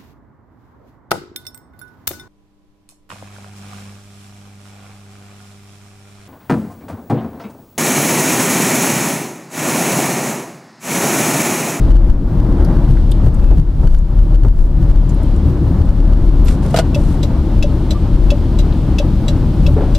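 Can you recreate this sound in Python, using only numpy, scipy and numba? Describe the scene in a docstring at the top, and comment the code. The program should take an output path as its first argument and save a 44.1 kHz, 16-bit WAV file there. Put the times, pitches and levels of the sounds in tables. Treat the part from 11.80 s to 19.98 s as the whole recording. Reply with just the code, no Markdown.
"""Inside a car rolling slowly along a city avenue. The body booms on its springs, the tyres roar,
trim ticks and squeaks, and road seams thud through the suspension. A hand brushes the steering
wheel and snaps the indicator stalk over; the flasher relay then goes tick-tock.
The camera's limiter rides the heavy bass, and the tallest peaks clip."""
import sys
import numpy as np
from scipy import signal
from scipy.fft import rfft, irfft, next_fast_len
from scipy.io import wavfile
from scipy.ndimage import uniform_filter1d, map_coordinates
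from numba import njit

SR = 44100
rng = np.random.default_rng(int(sys.argv[2]) if len(sys.argv) > 2 else 0)


def inscribe(sig):
    """Save sig as 16-bit PCM at rate SR to the path in sys.argv[1].

    A 1-D sig is mono; a 2-D sig holds one channel per row.
    Samples are clipped to [-1, 1] before scaling.
    """
    pcm = np.round(np.clip(np.atleast_2d(sig).T, -1, 1) * 32767)
    wavfile.write(sys.argv[1], SR, pcm.astype(np.int16))


N = 360738
BLOW_S = np.arange(SR // 3) / SR  # time axis of one blow

# Level curves. Each row: time in seconds, level in dB.
BOOM_LEVEL = [(0, -11), (3.2, -10.5), (3.65, -18.5), (8.18, -15.5)]  # between surges
ROAD_ROUGHNESS = [(0.0, -25.5), (0.34, -22.5), (0.52, -23), (0.73, -19.5), (0.93, -20.5), (1.21, -29),
                  (1.59, -27.5), (2.05, -34), (2.62, -31), (3.8, -25.5), (4.31, -26), (5.01, -24.5),
                  (5.69, -25.5), (6.61, -26.5), (7.22, -24), (8.18, -25.5)]  # how hard the asphalt drives the tyres
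AIR_HISS_LEVEL = [(0, -47.5), (.45, -51.5), (1.05, -49), (1.9, -53), (2.9, -53.5), (3.45, -48), (3.8, -51),
                  (5, -47.5), (8.18, -46)]

# Swells. Each row: start in seconds, length in seconds, level in dB.
BOOM_SURGES = [(0.04, .29, -2), (1.08, 0.053, -3), (1.56, .25, -6.5), (2.05, 0.12, 0), (2.37, .06, 1),
               (2.5, .36, -4), (3.06, .14, -5), (3.46, 0.055, -5), (4.0, 0.707, -8.5), (5.14, 0.1, -9),
               (5.71, .13, -8), (6.28, 0.22, -8.5), (6.74, 0.089, -8), (7.79, 0.077, -7.5),
               (8.11, 0.11, -4.5)]
FLOOR_JOLTS = [(1.07, 0.055, -9), (1.42, 0.062, -7), (1.745, 0.058, -7), (1.99, 0.058, -12.5),
               (2.62, 0.055, -8), (2.99, 0.049, -11), (3.63, 0.074, -8), (3.82, .2, -14), (7.82, .12, -8)]  # wheels crossing patches
COARSE_ASPHALT = [(0.49, 0.534, -35.5)]
HAND_STROKES = [(4.655, 0.067, -36.5), (4.82, 0.16, -43.5), (5.15, .2, -45)]

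# Noise spectra. Each row: frequency in Hz, relative density in dB.
BOOM_SPECTRUM = [(12, -42), (22, -7.5), (31, -11.5), (39.5, 3.5), (43, -3.5), (50, -11), (62, -20),
                 (100, -83.5)]
RUMBLE_SPECTRUM = [(40, -96), (56, -4), (74, 5.5), (88, -4.5), (100, -4.5), (115, -1.5), (130, -5),
                   (150, -3.5), (175, -10), (260, -63.5)]
DRONE_SPECTRUM = [(110, -72), (170, 0), (200, 0.5), (235, -2), (280, -1.5), (340, -3.5), (400, -14),
                  (470, -17.5), (800, -59.5)]
ROAR_SPECTRUM = [(280, -37), (420, -2.5), (560, 3.5), (700, -2.5), (900, -3), (1100, -7.5), (1450, -12),
                 (2000, -20.5), (3200, -38.5), (8000, -64)]
HISS_SPECTRUM = [(1000, -29), (2100, 2), (3100, 5), (4200, 2.5), (5300, -0.5), (6500, -4.5), (9000, -5),
                 (15000, -15)]
THUD_SPECTRUM = [(60, -36), (180, -3.5), (400, 5), (700, -4), (1000, -15.5), (1500, -20), (2500, -35),
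                 (8000, -59)]
HAND_SPECTRUM = [(1500, -2), (4000, -6), (8200, -3.5), (11000, -6), (15000, -20)]
SNAP_SPECTRUM = [(500, -0.5), (1400, -4), (2900, -6), (4200, -6), (6000, -9.5), (8300, -8.5),
                 (11000, -16.5), (15000, -20)]
RELAY_SPECTRUM = [(1500, -7.5), (2400, -5.5), (3700, -1), (6000, -2), (7000, -7.5), (8000, -8), (9000, -14),
                  (12000, -12.5), (15000, -22)]

# Loose trim. Each row: start in seconds, level in dB, centre in Hz, T60 in seconds.
TRIM_TICKS = [(.845, -34, 11000, 0.044), (0.846, -34.5, 4940, 0.052), (1.169, -29.5, 1460, 0.045),
              (1.317, -29.5, 3400, 0.045), (1.314, -24, 8460, .03), (1.543, -32, 8000, .03),
              (2.185, -32, 6900, 0.024), (3.291, -35, 6700, 0.07), (3.344, -36, 9500, 0.028),
              (3.431, -30, 8700, 0.018), (3.562, -39, 7500, .03), (4.054, -39, 9000, 0.018),
              (4.648, -30, 12000, .05), (4.661, -36, 7500, 0.024), (6.923, -32.5, 3370, 0.032),
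              (7.932, -47, 6500, .02)]
# Wheels over seams. Each row: start in seconds, level in dB, T60 in seconds.
SEAM_THUDS = [(1.465, -20.5, 0.17), (1.713, -14, 0.12), (2.03, -23, 0.23), (2.646, -14, 0.11),
              (7.965, -15.5, 0.28), (8.006, -16, 0.25)]
# Trim rubbing. Each row: start in seconds, length in seconds, level in dB, pitch in Hz.
TRIM_SQUEAKS = [(1.6, 0.16, -54, 2611), (1.6, 0.16, -60, 3575), (6.144, 0.029, -30.5, 1167)]
# Stalk contacts. Each row: start in seconds, snap level in dB, relative knock level in dB.
STALK_CONTACTS = [(4.682, -22, -48), (4.942, -22, -3), (4.961, -14, -24), (4.971, -14, -13),
                  (4.987, -12, -5), (4.995, -19, -7.5)]
# Relay pulling in. Each row: start in seconds, relative level in dB, low note level in dB.
RELAY_TICKS = [(5.145, -21.5, -11), (5.825, -18.5, -9.5), (6.503, -19, -9.5), (7.184, -18, -10.5),
               (7.863, -23, -14)]
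# Relay letting go. Each row: start in seconds, relative level in dB.
RELAY_TOCKS = [(5.429, -23.5), (6.106, -22.5), (6.787, -24.5), (7.480, -22), (8.148, -22)]

# Modes. Each row: frequency in Hz, relative level in dB, T60 in seconds.
PANEL_MODES = [(890, -1, 0.11), (929, -1, 0.11), (1104, -12, 0.095)]
COLUMN_MODES = [(477, -3.5, 0.041), (667, 4, 0.034), (1246, -16.5, 0.046), (1442, -20, 0.074),
                (1790, -27, 0.057), (2060, -27, 0.057), (2910, -22, 0.049)]  # steering column's plastic shell
PULL_IN_MODES = [(2650, 1, 0.027), (2935, -21.5, 0.068), (3390, -12, .05), (3830, -13, 0.048),
                 (4850, -16.5, 0.035), (5410, -16, 0.036), (6020, -23, 0.067), (6680, -19, 0.037),
                 (12950, -26, .03)]
LET_GO_MODES = [(2790, -11.5, 0.053), (3464, -5.5, 0.036), (3920, 2, 0.032), (4840, -14, 0.034),
                (5960, -11.5, .06), (7650, 1, 0.021), (8150, -6.5, 0.026), (11300, -18, .05)]

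# Cabin reflections. Each row: frequency in Hz, T60 in seconds.
CABIN_DECAY = [(200, 0.09), (3000, 0.09), (12000, 0.064)]
# Stereo likeness. Each row: frequency in Hz, left-right correlation.
CORRELATION = [(60, .995), (300, .985), (640, .96), (1400, .88), (3100, .62), (6800, .33), (15000, .15)]
# Stereo balance. Each row: frequency in Hz, left minus right in dB.
BALANCE = [(100, 2.8), (200, 1.5), (400, .4), (1500, -.3), (5000, 1.2)]
# Camera's presence lift and dull top. Each row: frequency in Hz, gain in dB.
CAMERA_EQ = [(2000, 0.5), (4200, 1), (8000, -2.5), (14000, -3)]


def amp(db):
    """Decibels to gain."""
    return 10 ** (np.asarray(db) / 20)


def unit_rms(x):
    """Scale to rms 1."""
    return x / np.sqrt(np.mean(x ** 2) + 1e-20)


def at_hz(rows, hz):
    """Interpolate (Hz, value) rows on a log axis."""
    knots_hz, values = np.transpose(rows)
    return np.interp(np.log(hz + 1), np.log(knots_hz + 1), values)


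def curve(rows):
    """Interpolate (seconds, value) rows at every sample."""
    return np.interp(np.arange(N) / SR, *np.transpose(rows))


def filtered(x, response):
    """Apply a gain given as a function of Hz."""
    n = x.shape[-1]
    padded = next_fast_len(n + 8192)
    return irfft(rfft(x, padded) * response(np.fft.rfftfreq(padded, 1 / SR)), padded)[..., :n]


def noise(spectrum, size=N):
    """Coloured stereo noise, rms 1: alike in the bass, diffuse in the treble."""
    def mid_side_gain(hz):
        angle = np.arccos(np.clip(at_hz(CORRELATION, hz), -1, 1)) / 2
        return amp(at_hz(spectrum, hz)) * np.array([np.cos(angle), np.sin(angle)])
    mid, side = filtered(rng.standard_normal((2, size)), mid_side_gain)
    return unit_rms(np.array([mid + side, mid - side]))


def steady_noise(spectrum, span_s):
    """Noise whose strength is evened out over stretches longer than span_s."""
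    x = noise(spectrum)
    power = uniform_filter1d(np.mean(x ** 2, axis=0), int(span_s * SR))
    return unit_rms(x / np.sqrt(np.abs(power) + 1e-6))


def wobble(knots_per_s):
    """Smooth random curve."""
    knots = rng.standard_normal(int(N * knots_per_s / SR) + 4)
    return map_coordinates(knots, [np.arange(N) * knots_per_s / SR])


def swells(rows, rise_s, t60_s):
    """Gain of events that rise, hold and die away, summed in power."""
    t, power = np.arange(N) / SR, np.zeros(N)
    for start_s, length_s, db in rows:
        first = np.searchsorted(t, start_s)
        age_s = t[first:] - start_s
        rise = 1 - np.exp(-age_s / rise_s)
        fall_db = 60 * np.maximum(age_s - length_s, 0) / t60_s
        power[first:] += (rise * amp(db - fall_db)) ** 2
    return np.sqrt(power)


def envelope(t60_s, rise_s):
    """Rise and decay of one blow."""
    return amp(-60 * BLOW_S / t60_s) * (1 - np.exp(-BLOW_S / rise_s))


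def burst(spectrum, t60_s, rise_s):
    """Decaying noise of one blow."""
    return envelope(t60_s, rise_s) * noise(spectrum, len(BLOW_S))


def ring(modes, rise_s, scatter_db=1.2):
    """Damped modes, struck at slightly new strengths each time."""
    out = np.zeros(len(BLOW_S))
    for hz, db, t60_s in modes:
        gain = amp(db + scatter_db * rng.normal()) * envelope(t60_s, rise_s)
        out += gain * np.sin(2 * np.pi * (hz * BLOW_S + rng.random()))
    return out


def add(track, start_s, sound):
    """Mix one blow into the track."""
    part = track[:, round(start_s * SR):][:, :len(BLOW_S)]
    part += sound[..., :part.shape[1]]


def body_boom():
    """The body's lowest resonance booms steadily and surges on each wave in the road."""
    surges = swells(BOOM_SURGES, rise_s=0.048, t60_s=0.25)
    return np.hypot(amp(curve(BOOM_LEVEL)), surges) * steady_noise(BOOM_SPECTRUM, span_s=0.12)


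def road_noise():
    """Rougher asphalt raises floor-pan rumble, drone and tyre roar together; jolts shake the pan."""
    rough_db = curve(ROAD_ROUGHNESS) + 25  # 0 on usual asphalt
    jolts = swells(FLOOR_JOLTS, rise_s=0.018, t60_s=0.11)
    coarse = swells(COARSE_ASPHALT, rise_s=0.063, t60_s=0.61)
    rumble_gain = np.hypot(amp(-16 + 0.3 * rough_db), jolts)
    drone_gain = np.hypot(amp(-22 + 0.73 * rough_db), amp(-15) * jolts)
    roar_gain = np.hypot(amp(-34 + 0.55 * rough_db), coarse)
    rumble = rumble_gain * steady_noise(RUMBLE_SPECTRUM, span_s=0.21)
    drone = drone_gain * steady_noise(DRONE_SPECTRUM, span_s=0.14)
    grain_db = 1.16 * wobble(knots_per_s=22)  # the asphalt's grain changes under the tyres
    roar = roar_gain * amp(grain_db) * noise(ROAR_SPECTRUM)
    return rumble + drone + roar


def air_hiss():
    """Air hiss leaks into the cabin."""
    return amp(curve(AIR_HISS_LEVEL)) * noise(HISS_SPECTRUM)


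def trim_ticks():
    """Small plastic parts tick, each in its own band."""
    out = np.zeros((2, N))
    for start_s, db, hz, t60_s in TRIM_TICKS:
        band = [(hz / 4, -45), (hz / 1.4, -13), (hz, 0), (hz * 1.56, -13), (hz * 3, -40)]
        add(out, start_s, amp(db) * burst(band, t60_s, rise_s=0.0012))
    return out


def seam_thuds():
    """Each seam in the asphalt sends a dull thud through the suspension."""
    out = np.zeros((2, N))
    for start_s, db, t60_s in SEAM_THUDS:
        add(out, start_s, amp(db) * burst(THUD_SPECTRUM, t60_s, rise_s=0.00089))
    return out


def trim_squeaks():
    """Trim rubs on trim at an unsteady pitch."""
    out = np.zeros(N)
    for start_s, length_s, db, hz in TRIM_SQUEAKS:
        pitch_hz = hz * (1 + 0.0121 * wobble(knots_per_s=140))
        gain = swells([(start_s, length_s, db)], rise_s=0.006, t60_s=0.025)
        out += gain * np.sin(2 * np.pi * np.cumsum(pitch_hz) / SR)
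    return out


def panel_knock():
    """A jolt knocks a hollow panel."""
    out = np.zeros((2, N))
    add(out, start_s=2.646, sound=amp(-24) * ring(PANEL_MODES, rise_s=0.002))
    return out


def hand_brush():
    """The hand slides unevenly over the wheel to the stalk."""
    strokes = swells(HAND_STROKES, rise_s=0.0063, t60_s=0.16)
    flutter_db = 2.2 * wobble(knots_per_s=170)
    return strokes * amp(flutter_db) * noise(HAND_SPECTRUM)


def indicator_stalk():
    """The stalk snaps over its detent and knocks the hollow column."""
    out = np.zeros((2, N))
    for start_s, snap_db, knock_db in STALK_CONTACTS:
        snap = amp(snap_db) * burst(SNAP_SPECTRUM, t60_s=0.058, rise_s=0.001)
        knock = amp(knock_db + 4) * ring(COLUMN_MODES, rise_s=0.0028)
        add(out, start_s, snap + knock)
    return out


def cabin(x, wet_db):
    """Glass and dashboard add dense, very short reflections, different on each side."""
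    hz, t, bins = signal.stft(rng.standard_normal((2, len(BLOW_S))), SR, nperseg=128)
    decay = amp(-60 * t / at_hz(CABIN_DECAY, hz)[:, None])
    _, tail = signal.istft(bins * decay, SR, nperseg=128)
    echo = signal.fftconvolve(np.atleast_2d(x), tail / np.linalg.norm(tail[0]), axes=1)
    return x + amp(wet_db) * echo[:, :len(BLOW_S)]


def flasher_relay(note_hz=580):
    """The armature chatters and rings; just after each stroke the dashboard gives a soft low note."""
    out = np.zeros((2, N))
    note = envelope(t60_s=0.1, rise_s=0.0024) * np.sin(2 * np.pi * note_hz * BLOW_S)
    for start_s, db, note_db in RELAY_TICKS:
        chatter = amp(1) * burst(RELAY_SPECTRUM, t60_s=0.049, rise_s=0.0036)
        ringing = cabin(amp(9) * ring(PULL_IN_MODES, rise_s=0.0033), wet_db=-8.5)
        add(out, start_s, amp(db) * (chatter + ringing))
        add(out, start_s + 0.015, amp(note_db) * note)
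    for start_s, db in RELAY_TOCKS:
        chatter = amp(-1) * burst(RELAY_SPECTRUM, t60_s=0.079, rise_s=0.0032)
        ringing = cabin(amp(2.5) * ring(LET_GO_MODES, rise_s=0.003), wet_db=-2.5)
        add(out, start_s, amp(db) * (chatter + ringing))
        add(out, start_s + 0.00394, amp(db + 3.5) * note)
    return out


def scene():
    """Everything in the cabin; the bass is stronger on the left."""
    mix = body_boom() + road_noise() + air_hiss()
    mix += trim_ticks() + seam_thuds() + trim_squeaks() + panel_knock()
    mix += hand_brush() + indicator_stalk() + flasher_relay()
    return filtered(mix, lambda hz: amp(np.outer([0.5, -0.5], at_hz(BALANCE, hz))))


@njit
def ride_gain_db(over_db, down_db, up_db):
    """Step down while the peak is over the ceiling, else back up towards 0 dB."""
    gain_db = np.zeros(len(over_db))
    for i in range(1, len(over_db)):
        step_db = -down_db if over_db[i] + gain_db[i - 1] > 0 else up_db
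        gain_db[i] = min(gain_db[i - 1] + step_db, 0.0)
    return gain_db


def limiter(x, ceiling_db=-0.63, attack_db_per_step=0.58, release_db_per_s=26, steps_per_s=1500):
    """Heavy bass ducks everything; the small gain steps buzz faintly on the tallest swings."""
    block = np.arange(N) * steps_per_s // SR
    block_starts = np.flatnonzero(np.diff(block, prepend=-1))
    peaks = np.maximum.reduceat(np.abs(x).max(axis=0), block_starts)
    over_db = 20 * np.log10(peaks + 1e-9) - ceiling_db
    gain_db = ride_gain_db(over_db, attack_db_per_step, release_db_per_s / steps_per_s)
    return x * amp(gain_db[block])


def record(dry):
    """Limiter, clipping at full scale, then the camera's colour and band limit."""
    clipped = np.clip(limiter(dry), -1, 1)
    return filtered(clipped, lambda hz: amp(at_hz(CAMERA_EQ, hz)) * (hz < 15050))


dry = scene()
out = record(dry)
inscribe(out)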